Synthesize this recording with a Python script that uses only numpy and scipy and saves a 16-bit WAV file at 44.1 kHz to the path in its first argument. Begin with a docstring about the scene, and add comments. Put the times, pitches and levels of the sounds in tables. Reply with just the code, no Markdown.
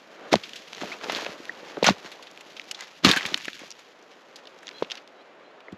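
"""Armfuls of fresh log rounds are dropped on a pile in an open forest, air moving in the trees.
The first lands at 0.3 s: short damped thuds while bark and twigs crack. Lighter knocks follow, then
heavy loads at 1.9 s and 3 s; bark grinds, dry sticks ring, and moss, brush and cloth rustle between.
The wood settles. From 4.7 s a far bird calls three times; one more round lands just after
its first call, and two faint knocks end the scene."""
import sys
import numpy as np
from scipy import signal
from scipy.fft import rfft, irfft
from scipy.io import wavfile
from scipy.ndimage import uniform_filter1d

SR = 44100
rng = np.random.default_rng(int(sys.argv[2]) if len(sys.argv) > 2 else 0)


def wav_record(signal):
    """Record a signal, one row per channel, as 16-bit PCM in the file named by sys.argv[1]."""
    frames = np.transpose(np.atleast_2d(signal))
    bounded = np.clip(frames, -1, 1)
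    # unit amplitude maps onto the largest positive 16-bit level
    quanta = np.round(bounded * 32767).astype(np.int16)
    wavfile.write(sys.argv[1], SR, quanta)


N = 254748

# handling and air: time_s, rustle_db, rush_db
STIR = [(0, -44.5, -55), (0.25, -49, -45.5), (0.45, -35.5, -52), (0.7, -40, -54), (0.9, -32, -43.5),
        (0.98, -41, -49), (1.1, -26.5, -40), (1.3, -32.5, -44), (1.4, -41.5, -50), (1.73, -40.5, -45.5),
        (2.0, -40.5, -50), (2.34, -45.5, -53), (2.58, -41, -52.5), (3.02, -45.5, -56), (3.28, -34.5, -42.5),
        (3.43, -34.5, -63), (3.65, -41, -58.5), (4.0, -51.5, -54.5), (4.55, -52.5, -52.5),
        (4.8, -43.5, -50.5), (5.13, -56, -52.5), (5.776, -69, -52.5)]
# rounds on wood or ground: start_s, level_db, pitch_hz, thump_db (pile, re level)
THUDS = [(0.3255, -14.5, 300, -8.5), (0.3393, -4, 590, -11), (0.3527, -22, 357, -4),
         (0.8209, -30.5, 288, -12), (0.8339, -25.5, 670, -8.5), (0.8516, -35, 385, -14),
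         (1.04, -31.5, 397, -14), (1.097, -20.5, 626, -15), (1.2211, -29, 560, -16),
         (1.265, -24, 577, -12.5), (1.2876, -33.5, 447, -6.5), (1.401, -38.5, 310, -11.5),
         (1.6312, -36.5, 380, -23), (1.7713, -25, 466, -12.5), (1.7778, -28, 348, -10),
         (1.827, -11.5, 480, -9), (1.844, -16.5, 670, -37), (1.8709, -20, 570, -5.5), (1.888, -3, 705, -10),
         (1.9034, -20.5, 217, -3.5), (2.0469, -38.5, 336, -7), (3.0349, -33, 274, -4),
         (3.0481, -11, 242, -9), (3.0635, -18, 235, -2.5), (3.0894, -21, 277, -3.5),
         (3.1034, -18, 407, -25), (3.1144, -26.5, 320, -19), (3.1237, -31.5, 306, -6),
         (3.1655, -28, 262, -7), (3.2502, -46.5, 273, 0), (3.32, -32.5, 324, -7), (3.3501, -39, 244, -9.5),
         (3.4802, -34, 310, -19), (3.617, -41, 280, -12), (3.6351, -34.5, 543, -10.5),
         (4.8234, -11, 442, -14.5), (5.6851, -37.5, 510, -16), (5.7261, -38.5, 226, -2)]


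def from_db(db):
    return 10 ** (np.asarray(db) / 20)


def rms_one(x):
    return x / np.sqrt(np.mean(x ** 2) + 1e-20)


def colour(x, points):
    """Weights the spectrum by (freq_hz, gain_db) points."""
    hz, db = np.transpose(points)
    grid_hz = np.maximum(np.arange(N // 2 + 1) * SR / N, 1)
    return irfft(rfft(x) * from_db(np.interp(np.log(grid_hz), np.log(hz), db)), N)


def drift(rate_hz):
    """Low-passed noise, rms 1."""
    r = np.exp(-2 * np.pi * rate_hz / SR)
    return rms_one(signal.lfilter([1], [1, -2 * r, r * r], rng.standard_normal(N + SR))[SR:])


def resonance(x, hz, width_hz):
    """Two-pole band-pass, peak gain 1."""
    r = np.exp(-np.pi * width_hz / SR)
    poles = [1, -2 * r * np.cos(2 * np.pi * hz / SR), r * r]
    return signal.lfilter((1 - r * r) / 2 * np.array([1, 0, -1]), poles, x)


def add(out, start_s, sound):
    i = round(start_s * SR)
    out[i:i + len(sound)] += sound[:N - i]


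def struck(hz, t60_ms, rise_cycles, glide):
    """Damped mode under a soft contact, peak 1; pitch settles from hz * (1 - glide) to hz."""
    t = np.arange(SR // 5) / SR
    tau_s = max(t60_ms, 4) / 1000 / np.log(1000)
    decay = np.exp(-t / tau_s)
    attack = (1 - np.exp(-t * hz / rise_cycles)) ** 2
    cycles = hz * (t - glide * tau_s * (1 - decay))
    sound = -attack * decay * np.sin(2 * np.pi * cycles)
    return sound / np.abs(sound).max()


def grains(per_s, spread_db, clump_db, hiss_db, spectrum):
    """Dense clumped ticks over a smooth hiss, rms 1."""
    born = rng.random(N) < per_s * from_db(clump_db * drift(25)) / SR
    sizes = from_db(spread_db * np.minimum(rng.exponential(1, N), 5))
    ticks = born * sizes * rng.choice([-1, 1], N)
    hiss = from_db(hiss_db) * rng.standard_normal(N)
    return rms_one(colour(rms_one(ticks) + hiss, spectrum))


def rush(level_db, flicker_db):
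    """Dull noise of air in the trees and of moving cloth."""
    # air spectrum: freq_hz, gain_db
    spectrum = [(40, -46.5), (100, -35), (130, -14.5), (160, -18), (300, -5.5), (550, 0), (900, -4.5),
                (1500, -4.5), (3000, -11), (6000, -24)]
    noise = colour(rng.standard_normal(N), spectrum)
    return from_db(level_db) * rms_one(noise * from_db(flicker_db * drift(10)))


def bird(blur):
    """Two whistles at once, made unsteady by distance."""
    # calls: start_s, level_db, upper_hz, upper_rise_hz_per_s, end_jump_hz, lower_hz, lower_rise_hz_per_s
    calls = [(4.722, -50, 3980, 2400, 0, 3300, 0), (5.15, -60, 3900, 0, 400, 3100, 2300),
             (5.435, -65, 4030, 1000, 300, 3200, 2300)]
    call_s, jump_s, edge_s, lower_db = .09, .03, .012, -4
    out, t = np.zeros(N), np.arange(0, call_s, 1 / SR)
    envelope = np.clip(np.minimum(t, call_s - t) / edge_s, 0, 1)
    jump = np.sqrt(np.clip(1 - (call_s - t) / jump_s, 0, 1))
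    for start_s, db, upper_hz, upper_rise, jump_hz, lower_hz, lower_rise in calls:
        high_hz = upper_hz + upper_rise * t + jump_hz * jump
        low_hz = lower_hz + lower_rise * t
        for hz, voice_db in ((high_hz, db), (low_hz, db + lower_db)):
            add(out, start_s, from_db(voice_db) * envelope * np.sin(2 * np.pi * np.cumsum(hz) / SR))
    return out * (1 + blur * drift(40))


def rustle(level_db):
    """Fine grains of handled bark, moss and cloth."""
    # rustle spectrum: freq_hz, gain_db
    spectrum = [(300, -13), (900, -33), (1600, -6.5), (3000, -2), (5000, -5.5), (8000, -9.5), (15000, 0)]
    return from_db(level_db) * grains(per_s=2500, spread_db=4, clump_db=5, hiss_db=-5, spectrum=spectrum)


def bumps(stir_db):
    """Small random knocks of carried and settling wood, growing with the stir."""
    per_s, ring_cycles = 120, 6
    base_db, db_per_stir_db = -63, 1.7
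    kicks = (rng.random(N) < per_s / SR) * from_db(3 * np.minimum(rng.exponential(1, N), 3))
    pitch_index = rng.integers(0, 12, size=N)
    rings = sum(resonance(kicks * (pitch_index == k) + 1e-18, hz, 2.2 * hz / ring_cycles) / np.sqrt(hz)
                for k, hz in enumerate(np.geomspace(320, 3200, num=12)))
    return from_db(base_db + db_per_stir_db * (stir_db - stir_db.mean())) * rms_one(rings)


def crunch():
    """Bark grinds in coarse grains as a load lands or slides."""
    # slides: peak_s, swell_s, fade_s, level_db
    slides = [(0.332, .023, 0.023, -12), (0.361, .008, 0.034, -29.5), (0.816, 0.013, 0.036, -28),
              (0.93, 0.097, 0.04, -36.5), (1.044, 0.027, .012, -29.5), (1.15, 0.11, 0.24, -32),
              (1.69, .05, .05, -39.5), (1.876, 0.039, 0.042, -10), (1.909, 0.023, 0.039, -27.5),
              (2.062, 0.039, 0.036, -33), (2.796, 0.092, 0.21, -37.5), (3.056, 0.032, 0.17, -16.5),
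              (3.085, 0.008, 0.035, -15), (3.17, 0.03, 0.46, -32), (3.6, 0.023, 0.14, -40),
              (3.711, 0.013, 0.024, -46), (3.79, .015, 0.071, -44.5), (4.116, 0.034, 0.062, -44.5),
              (4.386, 0.016, 0.045, -44), (4.919, 0.037, 0.11, -41)]
    # grinding spectrum: freq_hz, gain_db
    spectrum = [(150, -42), (600, -4.5), (1500, 1), (4000, -1), (8000, -8), (15000, -6.5)]
    t = np.arange(N) / SR
    pressure = sum(from_db(db) * np.interp(t, [peak_s - swell_s, peak_s, peak_s + fade_s], [0, 1, 0]) ** 2
                   for peak_s, swell_s, fade_s, db in slides)
    return pressure * grains(per_s=2500, spread_db=3.5, clump_db=4, hiss_db=-7, spectrum=spectrum)


def cracks(ring_q, rise_ms):
    """Fibres break in a spiky burst: a short ring of the piece plus bright splinters."""
    # bark and twig breaks: start_s, level_db, centre_hz, t60_ms, splinter_db (re level)
    breaks = [(0.3292, -27, 2200, 56, -17), (0.3392, -23, 4000, 12, -10), (0.3553, -15, 2800, 10.4, -1),
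              (0.4356, -30, 2930, 55, -12), (0.493, -35, 2980, 11, 2), (0.5334, -29.5, 2750, 15, -1),
              (0.5576, -34.5, 3460, 90, 4.5), (0.731, -27.5, 2800, 5.8, -2), (0.7476, -32.5, 3570, 9.1, -9),
              (0.781, -33.5, 2070, 5.7, -20), (0.8169, -42, 1760, 20, -12), (1.0115, -35, 1380, 19, -22),
              (1.0964, -21.5, 1670, 32, -13), (1.1217, -25.5, 2340, 4.3, 9.5),
              (1.1487, -19.5, 3070, 5.5, -17), (1.1609, -20, 2760, 6.2, -21), (1.2627, -25, 2030, 22, -15),
              (1.4542, -30, 2470, 3, 3), (1.769, -34.5, 1450, 15, -18), (1.8265, -25.5, 2670, 30, -12.5),
              (1.8314, -18, 4000, 21, -23), (1.8422, -12, 2300, 39, 3), (1.8649, -9, 4700, 19, -15.5),
              (1.88, -11, 2670, 5.6, -24), (1.8895, -20, 1520, 13, -7), (1.895, -14.5, 3250, 16, -9),
              (2.1164, -35, 2750, 67, 3), (2.2257, -39.5, 3200, 68, 6), (2.2695, -38, 3000, 68, -6),
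              (2.313, -49.5, 6000, 7.9, 16), (2.3751, -34.5, 2620, 6.5, 0), (2.408, -40, 2690, 31, 8),
              (2.567, -34.5, 2830, 50, -4), (2.5968, -24, 2110, 3.4, -9), (2.615, -38, 2960, 13, -8),
              (2.7124, -32, 3220, 23.5, 16.5), (2.7462, -30.5, 3820, 35, -16), (2.8077, -39, 2450, 11, 17),
              (3.0366, -29, 3260, 21, -7), (3.047, -5, 3000, 27, -0.5), (3.0539, -12.5, 2930, 62, 1),
              (3.089, -15.5, 3280, 97, 2), (3.1134, -8, 3380, 22, 3.5), (3.126, -18, 3450, 8, -0.5),
              (3.1341, -16.5, 1930, 16, 3), (3.1632, -19.5, 1750, 3.6, 10.5), (3.17, -17, 2420, 69, 1.5),
              (3.196, -28, 2320, 36, -20), (3.208, -23, 1590, 34, -10), (3.2293, -26, 2210, 12, -17),
              (3.2529, -19.5, 2220, 19, -5), (3.261, -27.5, 3140, 41, 9.5),
              (3.3428, -10.5, 3000, 11.3, -3.5), (3.375, -32, 2330, 32, 12), (3.4094, -32, 2250, 8.2, -5),
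              (3.417, -37, 4200, 8, -8), (3.4468, -28.5, 3330, 11, 0), (3.4538, -28.5, 2430, 13, 6),
              (3.4814, -22.5, 1670, 22, -13), (3.531, -32, 3330, 12, -1), (3.5921, -37.5, 2200, 17, 9),
              (3.705, -33.5, 4900, 13, 5), (3.7144, -28.5, 4600, 11.5, -12), (3.7224, -35, 4000, 5.8, -7),
              (3.792, -49, 2640, 31, 14), (4.025, -50, 5200, 12, -3), (4.3585, -37, 3700, 50, 3),
              (4.4543, -42.5, 3320, 14, -4), (4.4715, -36, 3130, 26, -5), (4.587, -46, 4500, 21, -3),
              (4.63, -42.5, 1670, 40, 4), (4.6696, -29, 4000, 7.7, -23), (4.6794, -30, 2800, 17, -13),
              (4.6898, -26.5, 2800, 5.5, -19), (4.7115, -37.5, 2210, 25, -12), (4.7837, -41, 2760, 12, -21),
              (4.8236, -31.5, 2790, 58, -7), (4.8462, -37.5, 2440, 20, -20), (4.9002, -31, 2500, 16, -6),
              (4.9094, -23.5, 3250, 5.4, -6), (4.9166, -21, 3300, 27, -10), (4.954, -33, 3760, 10, 0),
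              (4.972, -36, 2630, 54, -4), (5.0756, -44, 3820, 13, 3.5), (5.604, -44, 2400, 27, -6),
              (5.723, -46, 2950, 27, 5)]
    out, t = np.zeros(N), np.arange(SR // 10) / SR
    for start_s, db, hz, t60_ms, splinter_db in breaks:
        attack = 1 - np.exp(-1000 * t / rise_ms)
        burst = rng.laplace(size=len(t)) * attack * from_db(-60000 * t / max(t60_ms, 3))
        ring = resonance(resonance(burst, hz, hz / ring_q), hz, 3 * hz)
        splinters = resonance(burst, hz=9600, width_hz=8100)
        for sound, level_db in ((ring, db), (splinters, db + splinter_db)):
            peak_rms = np.sqrt(uniform_filter1d(sound ** 2, size=66).max())  # loudest 1.5 ms
            add(out, start_s, from_db(level_db) * sound / peak_rms)
    return out


def sticks():
    """Dry sticks ring with a clear pitch."""
    # stick hits: start_s, level_db, pitch_hz, t60_ms, upward_glide_ratio
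    hits = [(.917, -27, 2770, 74, 0.31), (1.494, -21, 1960, 17, 0.13), (1.866, -14, 1443, 33, 0),
            (1.87, -9, 6200, 17, 0.02), (2.194, -42, 1050, 21, 0.02), (2.805, -32, 2030, 40, 0),
            (2.711, -23.5, 2950, 20, 0.01), (3.046, -11, 1240, 22, 0), (3.114, -16.5, 1640, 15, 0.02),
            (3.135, -16.5, 1610, 25, 0), (3.162, -24, 1680, 54, 0), (3.17, -17, 1570, 37, 0),
            (5.683, -31, 2080, 9.2, 0.1)]
    out = np.zeros(N)
    for start_s, db, hz, t60_ms, glide in hits:
        add(out, start_s, from_db(db) * struck(hz, t60_ms, rise_cycles=1.9, glide=glide))
    return out


def pile():
    """The pile shakes under each round; heavier blows reach deeper."""
    # pile modes: pitch_hz, gain_db, t60_ms, db_per_thump_db
    modes = [(197.6, 7.5, 47.5, 2.5), (96, 8, 72, 3.5)]
    out = np.zeros(N)
    for hz, gain_db, t60_ms, db_per_thump_db in modes:
        ring = struck(hz, t60_ms, rise_cycles=0.4, glide=-0.032)
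        for start_s, db, _, thump_db in THUDS:
            add(out, start_s, from_db(db + gain_db + db_per_thump_db * thump_db) * ring)
    return out


def rounds(clack_db):
    """Each round thuds with a sagging pitch and a rough clack, longer when the pile shakes with it."""
    t60_cycles, stretch_per_thump = 8.5, 0.44
    out, t = np.zeros(N), np.arange(SR // 20) / SR
    for start_s, db, hz, thump_db in THUDS:
        t60_ms = 1000 * t60_cycles / hz * from_db(stretch_per_thump * thump_db)
        add(out, start_s, from_db(db) * struck(hz, t60_ms, rise_cycles=0.43, glide=-0.34))
        burst = rng.standard_normal(len(t)) * from_db(-60000 * t / t60_ms)
        clack_hz, width_hz = 1.74 * hz, 0.99 * hz
        clack = resonance(resonance(burst, clack_hz, width_hz), clack_hz, width_hz)
        add(out, start_s, from_db(db + clack_db) * clack / np.abs(clack).max())
    return out


def scene():
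    """All sources centred."""
    time_s, rustle_db, rush_db = np.transpose(STIR)
    t = np.arange(N) / SR
    rustle_db, rush_db = np.interp(t, time_s, rustle_db), np.interp(t, time_s, rush_db)
    bed = rustle(rustle_db) + rush(rush_db, flicker_db=.7)
    wood = rounds(clack_db=-8.5) + pile() + sticks()
    wood *= 1 + .12 * drift(150)  # loose bark makes it uneven
    debris = cracks(ring_q=1.56, rise_ms=0.23) + crunch() + bumps((rustle_db + rush_db) / 2)
    return np.tile(bed + bird(blur=.45) + debris + wood, (2, 1))


def record(dry):
    """Notched housing colour; top treble spreads unsteadily, leaning right; soft clip, low-pass."""
    # microphone housing response: freq_hz, gain_db
    housing = [(25, -9.5), (100, -7), (170, 6.5), (4200, -3), (6800, -6), (8500, -21), (9050, -32),
               (9600, -22), (12400, -24), (14200, -43), (16000, -63), (16400, -87)]
    spread_hz, scatter_db, right_share = 11000, -4, .25
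    stop_hz = 16400
    mid = colour(dry[0], housing)
    top = colour(mid, [(spread_hz * .9, -60), (spread_hz, 0)])
    side = top * (from_db(scatter_db) * drift(300) - right_share)
    clipped = 1.604 * np.tanh(np.array([mid + side, mid - side]) / 1.62)
    return signal.sosfilt(signal.cheby2(12, 70, stop_hz, fs=SR, output="sos"), clipped)


dry = scene()
out = record(dry)
wav_record(out)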